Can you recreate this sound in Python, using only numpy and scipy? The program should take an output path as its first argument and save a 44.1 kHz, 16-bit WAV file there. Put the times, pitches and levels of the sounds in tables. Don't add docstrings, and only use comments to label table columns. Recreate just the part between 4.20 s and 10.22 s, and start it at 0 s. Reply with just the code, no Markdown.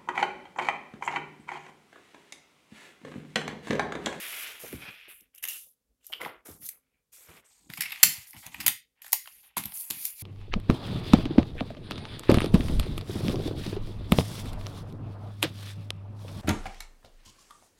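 import sys
import numpy as np
from scipy import signal
from scipy.io import wavfile
from scipy.ndimage import uniform_filter1d

SR = 44100
rng = np.random.default_rng(int(sys.argv[2]) if len(sys.argv) > 2 else 0)


def transcribe(u):
    v = np.clip(np.atleast_2d(u).T, -1, 1)
    q = np.round(v * 32767).astype(np.int16)
    wavfile.write(sys.argv[1], SR, q)


N = 265598


# start in seconds, length in seconds, level in dB,
# change over the stroke in dB, dullness 0-1.
SLIDE_STROKES = [(-.02, 0.26, -39, 1, 0.38), (.26, 0.21, -43, -20, 0.44), (.39, 0.18, -42.5, -6, 0.37),
                 (.58, 0.31, -51, -14, 0.44), (.878, 0.16, -50, -12.5, 0.03), (1.14, 0.071, -56.5, -8, 0),
                 (1.22, 0.033, -55.5, -14, 0.25), (1.28, 0.25, -35, -26, 0.38),
                 (1.80, 0.055, -70, 17.5, 0.56), (1.865, 0.19, -53, -14, 0.46),
                 (2.003, 0.23, -45.5, -39, 0.4), (2.248, 0.15, -43.5, -14, 0.41),
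                 (2.40, 0.065, -48.5, 13.5, 0.31), (2.52, 0.056, -62.5, 2.5, 0),
                 (2.917, 0.28, -49, -8, 0.49), (3.24, 0.34, -58, -6.5, 0.64), (3.49, 0.093, -52, 6.5, 0.45),
                 (3.60, 0.44, -52.5, 4, 0.48), (3.88, 0.2, -32, -40.5, 0.33),
                 (4.06, 0.097, -48.5, -6, 0.31), (4.16, 0.12, -48.5, -2.5, 0.43),
                 (4.30, 0.13, -53.5, 0, 0.57), (4.41, 0.032, -47.5, 0, 0.3),
                 (4.815, 0.11, -50.5, -1.5, 0.46), (5.00, 0.28, -51.5, -3.5, 0.32),
                 (5.366, 0.042, -28.5, -13.5, 0.37), (5.42, 0.19, -55, 19, 0.18),
                 (5.535, 0.16, -38.5, -10, 0), (5.72, 0.15, -43.5, 12, 0.28), (5.88, 0.097, -42, -15, 0.1),
                 (5.95, 0.069, -49.5, 13.5, 0.32)]
# start in seconds, length in seconds, level in dB,
# change over the stroke in dB, rumble of the block in dB relative to the bend.
BEND_STROKES = [(-.02, 0.3, -42.5, 1.5, -15.5), (.27, 0.11, -45, -7, -9.5), (.385, 0.53, -53.5, -3, -6),
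                (.6, 0.09, -51.5, 4, -9.5), (.74, 0.16, -62, 3.5, -62), (.885, 0.19, -63, -8, -14),
                (1.13, 0.078, -66.5, -3.5, -9), (1.22, 0.042, -57, -1.5, -5), (1.27, 0.1, -55, -4.5, -10),
                (1.39, 0.11, -74.5, -20, 8), (1.80, 0.095, -77.5, 8.5, -4), (1.92, 0.27, -74, -12, 13.5),
                (1.997, 0.27, -49, -35.5, 7.5), (2.248, 0.16, -62.5, -21.5, 9.5), (2.41, 0.14, -64, -9, -6),
                (2.52, 0.087, -74, -10.5, 7.5), (2.62, 0.17, -79.5, -0.5, -3), (2.917, 0.27, -69, 9.5, -1),
                (3.08, 0.12, -57.5, -16, 1), (3.22, 0.24, -68.5, -5, -2), (3.488, 0.044, -54, -11, -3),
                (3.575, 0.27, -50.5, -1.5, -9.5), (3.88, 0.24, -48, -22, -8.5),
                (4.13, 0.067, -57, -7.5, -1.5), (4.22, 0.06, -55, 1.5, -1), (4.31, 0.19, -59, 11, -3.5),
                (4.75, 0.14, -72.5, 13, -4.5), (5.00, 0.2, -68.5, 2.5, -8.5),
                (5.22, 0.19, -63.5, -10, -6.5), (5.364, 0.064, -37.5, -19.5, -3.5),
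                (5.44, 0.094, -56.5, -5, -2), (5.54, 0.16, -61, -4, -4.5), (5.70, 0.23, -55.5, -8, -7),
                (5.95, 0.086, -71, 19, -4)]
# start in seconds, length in seconds, level in dB,
# change over the stroke in dB.
PALM_STROKES = [(.43, 0.13, -56.5, 9), (.55, 0.19, -50, -30), (2.02, 0.15, -54.5, -35),
                (2.29, 0.24, -61, -14), (3.08, 0.12, -57.5, -13), (3.40, 0.11, -70, 6),
                (3.52, 0.27, -63, -10), (3.85, 0.075, -49, -12), (4.135, 0.086, -57, -19),
                (4.26, 0.23, -66, 18), (5.38, 0.2, -58, -21), (5.71, 0.17, -60, -15)]
ATTACK_S, RELEASE_DB_PER_S, CHANGE_EXPONENT = 0.012, 399, 1.46

# frequency in Hz, relative density in dB per Hz.
BRIGHT_SLIDE_COLOUR = [(2060, -60), (3500, -31.5), (4060, -28.5), (6540, -20), (7540, -16), (11400, -4),
                       (15800, -13.5), (16400, -33)]
DULL_SLIDE_COLOUR = [(2060, -32), (3500, -5.5), (4390, -7.5), (8690, 2.5), (9890, -14.5), (10800, -26.5),
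                     (16400, -31)]
BEND_COLOUR = [(600, -26), (1000, -19), (1600, -8), (2200, -2), (2700, -3), (3300, -4.5), (4100, -12.5),
               (5500, -17), (7000, -34)]
BLOCK_COLOUR = [(50, -28.5), (200, -12.5), (430, 1), (800, -5.5), (1400, -3.5), (2200, -22.5), (3300, -46)]
PALM_COLOUR = [(40, -25), (90, -1.5), (180, -2), (300, -2), (420, -23.5)]

# time in seconds, pitch in Hz, gain of the ringing in dB.
SHEET_PITCH = [(0, 3000, -48), (.56, 2310, -10), (0.66, 2440, 6.5), (1.0, 2650, -5), (1.26, 2820, -0.5),
               (1.3, 2760, 15), (1.93, 2990, 6.5), (2.03, 2040, 7), (2.601, 2260, -4), (2.8, 2360, 12.5),
               (3.3, 2400, -22), (3.65, 2080, 3), (3.85, 2050, -1.5), (4.9, 1816, 1), (5.3, 2740, -13),
               (6.02, 2360, 10)]
SHEET_WIDTH_HZ, SHEET_WAVER = 188, 0.026
# time in seconds, strength of the close reflection 0-1.
LOW_GLIDE = [(.5, 0), (.62, 0.34), (.9, 0), (1.1, 0)]
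# frequency in Hz, width in Hz, gain in dB.
ARCH_RESONANCES = [(4543, 546, 1.5), (6790, 190, -1.5)]
HOLLOW_FROM_S, HOLLOW_DB = 3.3, -1

# start in seconds, treble level in dB, middle in dB relative to the treble,
# low part in dB relative to the treble, length in milliseconds.
CREASE_SNAPS = [(0.231, -39, -5, -32, 2.2), (0.5271, -34.5, -0.5, -17, 1.4), (1.007, -50.5, -30, -30, 3.4),
                (1.149, -33.5, -30.5, -47, 0.88), (1.16, -40.5, -16, -21.5, 0.94),
                (1.178, -49.5, -13.5, -37.5, 9.4), (1.226, -39.5, -10, -34, 17),
                (1.2375, -30.5, -7, -22, 6.3), (1.2518, -28.5, -5, -16.5, 2.2), (1.2758, -30, -8, -35, 1.6),
                (1.284, -33.5, -11, -40, 8.3), (1.296, -38, -13, -26, 3.1), (1.302, -36, -9, -25, 1.2),
                (1.8457, -45.5, -5, -44, 0.83), (1.8668, -26, -34, -50, 0.53), (1.869, -32, -34, -50, 0.55),
                (1.9221, -40, -4, -22, 1.7), (1.928, -40.5, 11, 1, 1.3), (1.9347, -43, 17, -8, 1.3),
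                (2.014, -47.5, 12, 5, 2.8), (2.048, -51, 16, -5, 2.8), (2.058, -55, 7, 20.5, 7.1),
                (2.488, -31.5, -20, -40, 6), (3.5, -45.5, 2, -13, 3.5), (3.5365, -21, 8.5, -12.5, 0.39),
                (3.5723, -45, 4.5, -5, 10.5), (3.6063, -26, -0.5, -27, 5.5), (3.6173, -31, -1, -20, 7.9),
                (3.635, -43, 6, -14.5, 4.8), (3.655, -50.5, 11.5, -12.5, 11), (3.682, -50, 10, -8, 2),
                (3.697, -46, -3, -22.5, 2.8), (3.706, -40, 10.5, -12.5, 1.4), (3.7191, -40.5, 5, -12, 6.3),
                (3.7257, -48, 11, -6.5, 4.9), (3.758, -53, 12, -6.5, 3.1), (3.775, -53, 10.5, -10.5, 1.6),
                (3.83, -7, -10, -32, 8.1), (4.108, -35, -33, -23, 1.1), (4.132, -46, -5, -18, 1.6),
                (4.164, -56, 6, -1, 4.2), (4.179, -54, 5, -1, 1.3), (4.2642, -36, -9.5, -7, 3.2),
                (4.343, -48, 6, -2, 4.5), (4.402, -38.5, -1.5, -19.5, 14.4), (4.4628, -14.5, -15, -17, 5.6),
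                (4.4713, -17, -14, -29, 2.2), (4.48, -6.5, -8.5, -23, 1.64),
                (4.818, -46.5, -5.5, -20.5, 4.4), (4.8451, -37, 2.5, -3.5, 0.7),
                (4.8623, -47, -5, -12, 6.6), (4.88, -38.5, -12, -33.5, 1.4),
                (4.9208, -26.5, -25.5, -23, 1.8), (4.9293, -11, -13, -22.5, 2.83),
                (5.058, -41, 8.5, -15, 0.71), (5.0738, -43.5, 6.5, -2.5, 2.7), (5.368, -27.5, -7, 1, 2.7),
                (5.3731, -22.5, -17, -30, 1.13), (5.3803, -21, -14, -26, 1.3), (5.437, -38, -1.5, -27, 3.8),
                (5.4553, -34.5, -5, -15, 3.9), (5.5204, -43, -0.5, -9, 3.1), (5.701, -29, -14.5, -21, 5.7),
                (5.7074, -22, -11, -33, 2.9), (5.852, -25.5, -16.5, -56, 3.4)]
CREASE_RISE_S = 0.00078
# frequency in Hz, relative density in dB per Hz.
CRACK_COLOUR = [(2240, -48.5), (3800, -16.5), (4370, -20.5), (5690, -12.5), (8600, -12), (12300, -1.5),
                (15700, -11.5), (16400, -27.5)]
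HOLLOW_COLOUR = [(450, -26.5), (650, -8), (820, 1), (1050, -3.5), (1800, -28)]

# time in seconds (the puff starts 9 ms later),
# relative level in dB, centre in Hz.
LANDINGS = [(0.426, -28, 462), (0.518, -21, 218), (0.525, -28, 75.6), (0.669, -37, 142), (0.87, -44, 358),
            (0.999, -52.5, 236), (1.455, -55, 420), (1.888, -42.5, 620), (2.049, -33, 323),
            (2.275, -32.5, 327), (2.289, -38.5, 65), (2.409, -48, 112), (3.075, -38.5, 110),
            (3.482, -31.5, 132), (3.575, -33, 157), (3.821, -30, 152), (3.867, -32, 110), (3.967, -37, 96),
            (4.149, -37, 107), (4.25, -38, 142), (4.331, -45, 61.9), (4.396, -38, 130), (4.467, -40.5, 102),
            (5.36, -25.5, 167), (5.443, -29, 134), (5.69, -32.5, 215)]
# time in seconds, pitch in Hz, level in dB.
FINGER_SQUEAK = [(1.887, 12700, -55), (1.92, 13700, -61), (1.945, 14100, -62), (1.964, 14300, -62),
                 (1.997, 12000, -68.5)]
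# frequency in Hz, time to fall by 60 dB in seconds.
ROOM_DECAY = [(250, 0.3), (700, 0.077), (1800, 0.31), (4600, 0.32), (12000, 0.22)]
# frequency in Hz, relative density in dB per Hz.
QUIET_COLOUR = [(30, -18.5), (50, -5.5), (75, -20), (240, -21.5), (340, -30), (480, -19.5), (640, -31.5),
                (2400, -35), (12000, -33), (16400, -36.5)]
QUIET_DB = -73
EDGE_HZ = 16000


def rustle():
    t = np.arange(N) / SR
    slide, dull = strokes(SLIDE_STROKES)
    bend, block_db = strokes(BEND_STROKES)
    fine = slips(per_s=32000, spread_db=2.0, clump_db=1.0)
    coarse = slips(per_s=8000, spread_db=1.5, clump_db=0.5)
    hiss = (1 - dull) * colour(fine, BRIGHT_SLIDE_COLOUR) + dull * colour(fine, DULL_SLIDE_COLOUR)
    flex = close_reflection(sheet(coarse))

    rumble = bend * amp(block_db) * coarse
    arched = t > HOLLOW_FROM_S
    pages = colour(rumble * ~arched, BLOCK_COLOUR)
    pages += amp(HOLLOW_DB) * colour(rumble * arched, HOLLOW_COLOUR)
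    return ticks(slide) + arch_ring(slide * hiss) + bend * flex + pages + palm_rub()


def slips(per_s, spread_db, clump_db):
    clumps = evened(smoothed_twice(rng.standard_normal(N), 150))
    size_db = spread_db * np.minimum(rng.exponential(1, N), 5) + clump_db * clumps
    clicks = rng.standard_normal(N) * (rng.random(N) < per_s / SR)
    return evened(amp(size_db) * clicks)


def stroke(length, db, change_db):
    t = np.arange(0, length + 0.2, 1 / SR)
    course_db = change_db * np.minimum(t / length, 1) ** CHANGE_EXPONENT
    course_db -= RELEASE_DB_PER_S * np.maximum(t - length, 0)
    return np.minimum(t / ATTACK_S, 1) * amp(db + course_db)


def strokes(rows):
    lead = 0.1
    power, weighted = np.zeros(N + SR), np.zeros(N + SR)
    for row in rows:
        part = stroke(*row[1:4]) ** 2
        add(power, row[0] + lead, part)
        add(weighted, row[0] + lead, row[-1] * part)
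    heard = slice(round(lead * SR), round(lead * SR) + N)
    return np.sqrt(power[heard]), weighted[heard] / (power[heard] + 1e-30)


def sheet(x):
    t = np.arange(N) / SR
    s, hz, ring_db = np.transpose(SHEET_PITCH)
    flex = colour(x, BEND_COLOUR)
    waver = evened(smoothed_twice(rng.standard_normal(N), 900))
    ring = resonate(flex, np.interp(t, s, hz) * (1 + SHEET_WAVER * waver), SHEET_WIDTH_HZ)
    return flex + amp(np.interp(t, s, ring_db)) * ring


def close_reflection(flex):
    t = np.arange(N) / SR
    low = np.interp(t, *np.transpose(LOW_GLIDE))
    delay = 3 / np.interp(t, *np.transpose(SHEET_PITCH)[:2])
    return (flex + low * np.interp(t - delay, t, flex)) / np.sqrt(1 + low ** 2)


def arch_ring(x):
    arched = x * (np.arange(N) / SR > HOLLOW_FROM_S)
    rings = [amp(db) * resonate(arched, np.full(N, hz), width_hz)
             for hz, width_hz, db in ARCH_RESONANCES]
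    return x + sum(rings)


def ticks(effort):
    out, t = np.zeros(N), np.arange(200) / SR
    for hz in np.geomspace(5500, 14000, num=8):
        pops = rng.random(N) < 5.0 / SR
        size = amp(1.1 * np.minimum(rng.exponential(1, N), 4)) * pops
        ping = np.sin(2 * np.pi * hz * t) * np.exp(-t / 0.0015)
        out += signal.oaconvolve(size * effort, ping)[:N]
    return amp(-1.0) * out


def palm_rub():
    rub = slips(per_s=1100, spread_db=-1.0, clump_db=3.5)
    return strokes(PALM_STROKES)[0] * colour(rub, PALM_COLOUR)


def snaps():
    drive, t = np.zeros((3, N)), np.arange(2000) / SR
    crackle = rng.standard_normal((len(CREASE_SNAPS), len(t)))
    spurts = uniform_filter1d(rng.standard_normal(crackle.shape), size=40, axis=1)
    crackle = crackle * amp(1.7 * evened(spurts))
    for (s, db, middle_db, low_db, ms), burst in zip(CREASE_SNAPS, crackle):
        length = ms / 1000
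        settling = 0.19 * np.exp(-t / (4.24 * length))
        shape = (1 - np.exp(-t / CREASE_RISE_S)) * (np.exp(-(t / length) ** 4) + settling)
        burst = burst * np.linalg.norm(shape ** 2) / np.linalg.norm(shape ** 2 * burst)
        for part, rel_db in zip(drive, (0, middle_db, low_db)):
            add(part, s, amp(db + rel_db) * shape * burst)
    treble, middle, low = drive
    return arch_ring(colour(treble, CRACK_COLOUR)) + sheet(middle) + colour(low, HOLLOW_COLOUR)


def flexed(x, patchy_db):
    z = signal.stft(x, nperseg=256)[2]
    patches = rng.standard_normal(z.T.shape)
    for axis, size in ((0, 20), (0, 20), (1, 4), (1, 3)):
        patches = uniform_filter1d(patches, size=size, axis=axis)
    return signal.istft(z * amp(patchy_db * evened(patches).T), nperseg=256)[1][:N]


def thumps():
    out, t = np.zeros(N), np.arange(8000) / SR
    shape = (1 - np.exp(-t / 0.0013)) * amp(-60 * t / 0.092)
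    for s, db, hz in LANDINGS:
        air = rng.standard_normal(len(t)) * shape
        wide = signal.butter(1, [0.81 * hz, 1.4 * hz], "bandpass", fs=SR)
        limits = signal.butter(2, [45, 1.8 * hz], "bandpass", fs=SR)
        puff = signal.lfilter(*limits, signal.lfilter(*wide, air))
        loudness = np.sqrt(np.mean(puff[:1500] ** 2))
        add(out, s + 0.009, amp(db - 17.5) * puff / loudness)
    return out


def squeak():
    s, hz, db = np.transpose(FINGER_SQUEAK)
    t = np.arange(s[0], s[-1], 1 / SR)
    waver = 1 + 0.06 * uniform_filter1d(rng.standard_normal(len(t)), size=60)
    phase = 2 * np.pi * np.cumsum(np.interp(t, s, hz) * waver) / SR
    tone = np.sqrt(2) * np.sin(phase)
    out = np.zeros(N)
    add(out, s[0], amp(np.interp(t, s, db)) * tone * signal.windows.tukey(len(t), 0.2))
    return out


def room(x):
    taps = np.zeros(SR // 2)
    at = np.arange(260, len(taps) - 10, 10)
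    taps[at + rng.integers(0, 10, len(at))] = rng.choice([-1.0, 1.0], len(at))
    hz, t, z = signal.stft(taps, SR, nperseg=256)
    decay = amp(-60 * t / read(ROOM_DECAY, hz)[:, None])
    tail = signal.istft(z * decay, SR, nperseg=256)[1]
    return signal.oaconvolve(x, tail / np.linalg.norm(tail))[:N]


def background():
    return amp(QUIET_DB) * colour(rng.standard_normal(N), QUIET_COLOUR) + hum(hz=260, db=-84.0)


def hum(hz, db):
    drift = evened(smoothed_twice(rng.standard_normal(N), 5000))
    return amp(db) * drift * np.sin(2 * np.pi * hz * np.arange(N) / SR)


def amp(db):
    return 10 ** (np.asarray(db) / 20)


def evened(x):
    return x / np.sqrt(np.mean(x ** 2) + 1e-20)


def smoothed_twice(x, size):
    return uniform_filter1d(uniform_filter1d(x, size=size), size=size)


def read(points, hz):
    f, value = np.transpose(points)
    return np.interp(np.log(hz + 1), np.log(f + 1), value)


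def colour(x, spectrum):
    hz = np.fft.rfftfreq(8192, 1 / SR)
    outside = (hz < spectrum[0][0]) | (hz > spectrum[-1][0])
    level_db = uniform_filter1d(read(spectrum, hz) - 40 * outside, size=3)
    log_gain = np.log(amp(level_db))
    circle = np.r_[log_gain, log_gain[-2:0:-1]]
    taps = np.fft.ifft(np.exp(np.conj(signal.hilbert(circle)))).real[:4096]
    return signal.oaconvolve(x, taps / np.linalg.norm(taps))[:len(x)]


def resonate(x, hz, width_hz):
    turn = np.exp(2j * np.pi * np.cumsum(hz) / SR)
    r = np.exp(-np.pi * width_hz / SR)
    return 2 * (turn * signal.lfilter([1 - r], [1, -r], x / turn)).real


def add(mix, s, sound):
    part = mix[round(s * SR):][:len(sound)]
    part += sound[:len(part)]


def scene():
    pops = flexed(snaps(), patchy_db=3.0)
    rest = flexed(rustle(), patchy_db=0.57) + thumps() + squeak()
    answer = room(amp(-10.0) * pops + amp(-13.5) * rest)
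    return (pops + rest + answer + background())[None]


def record(dry):
    z = signal.stft(dry, nperseg=256)[2]
    power = uniform_filter1d(uniform_filter1d(abs(z) ** 2, size=9, axis=1), size=3, axis=2)
    kept = np.maximum(power / (power + amp(-81.5) ** 2), amp(-10.5))
    clean = signal.istft(z * kept, nperseg=256)[1][:, :N]
    overloaded = np.clip(clean, -0.8, 0.8)
    taps = signal.firwin(301, EDGE_HZ, window=("kaiser", 8), fs=SR)
    return signal.oaconvolve(overloaded, taps[None], "same")


dry = scene()
out = record(dry)
transcribe(out)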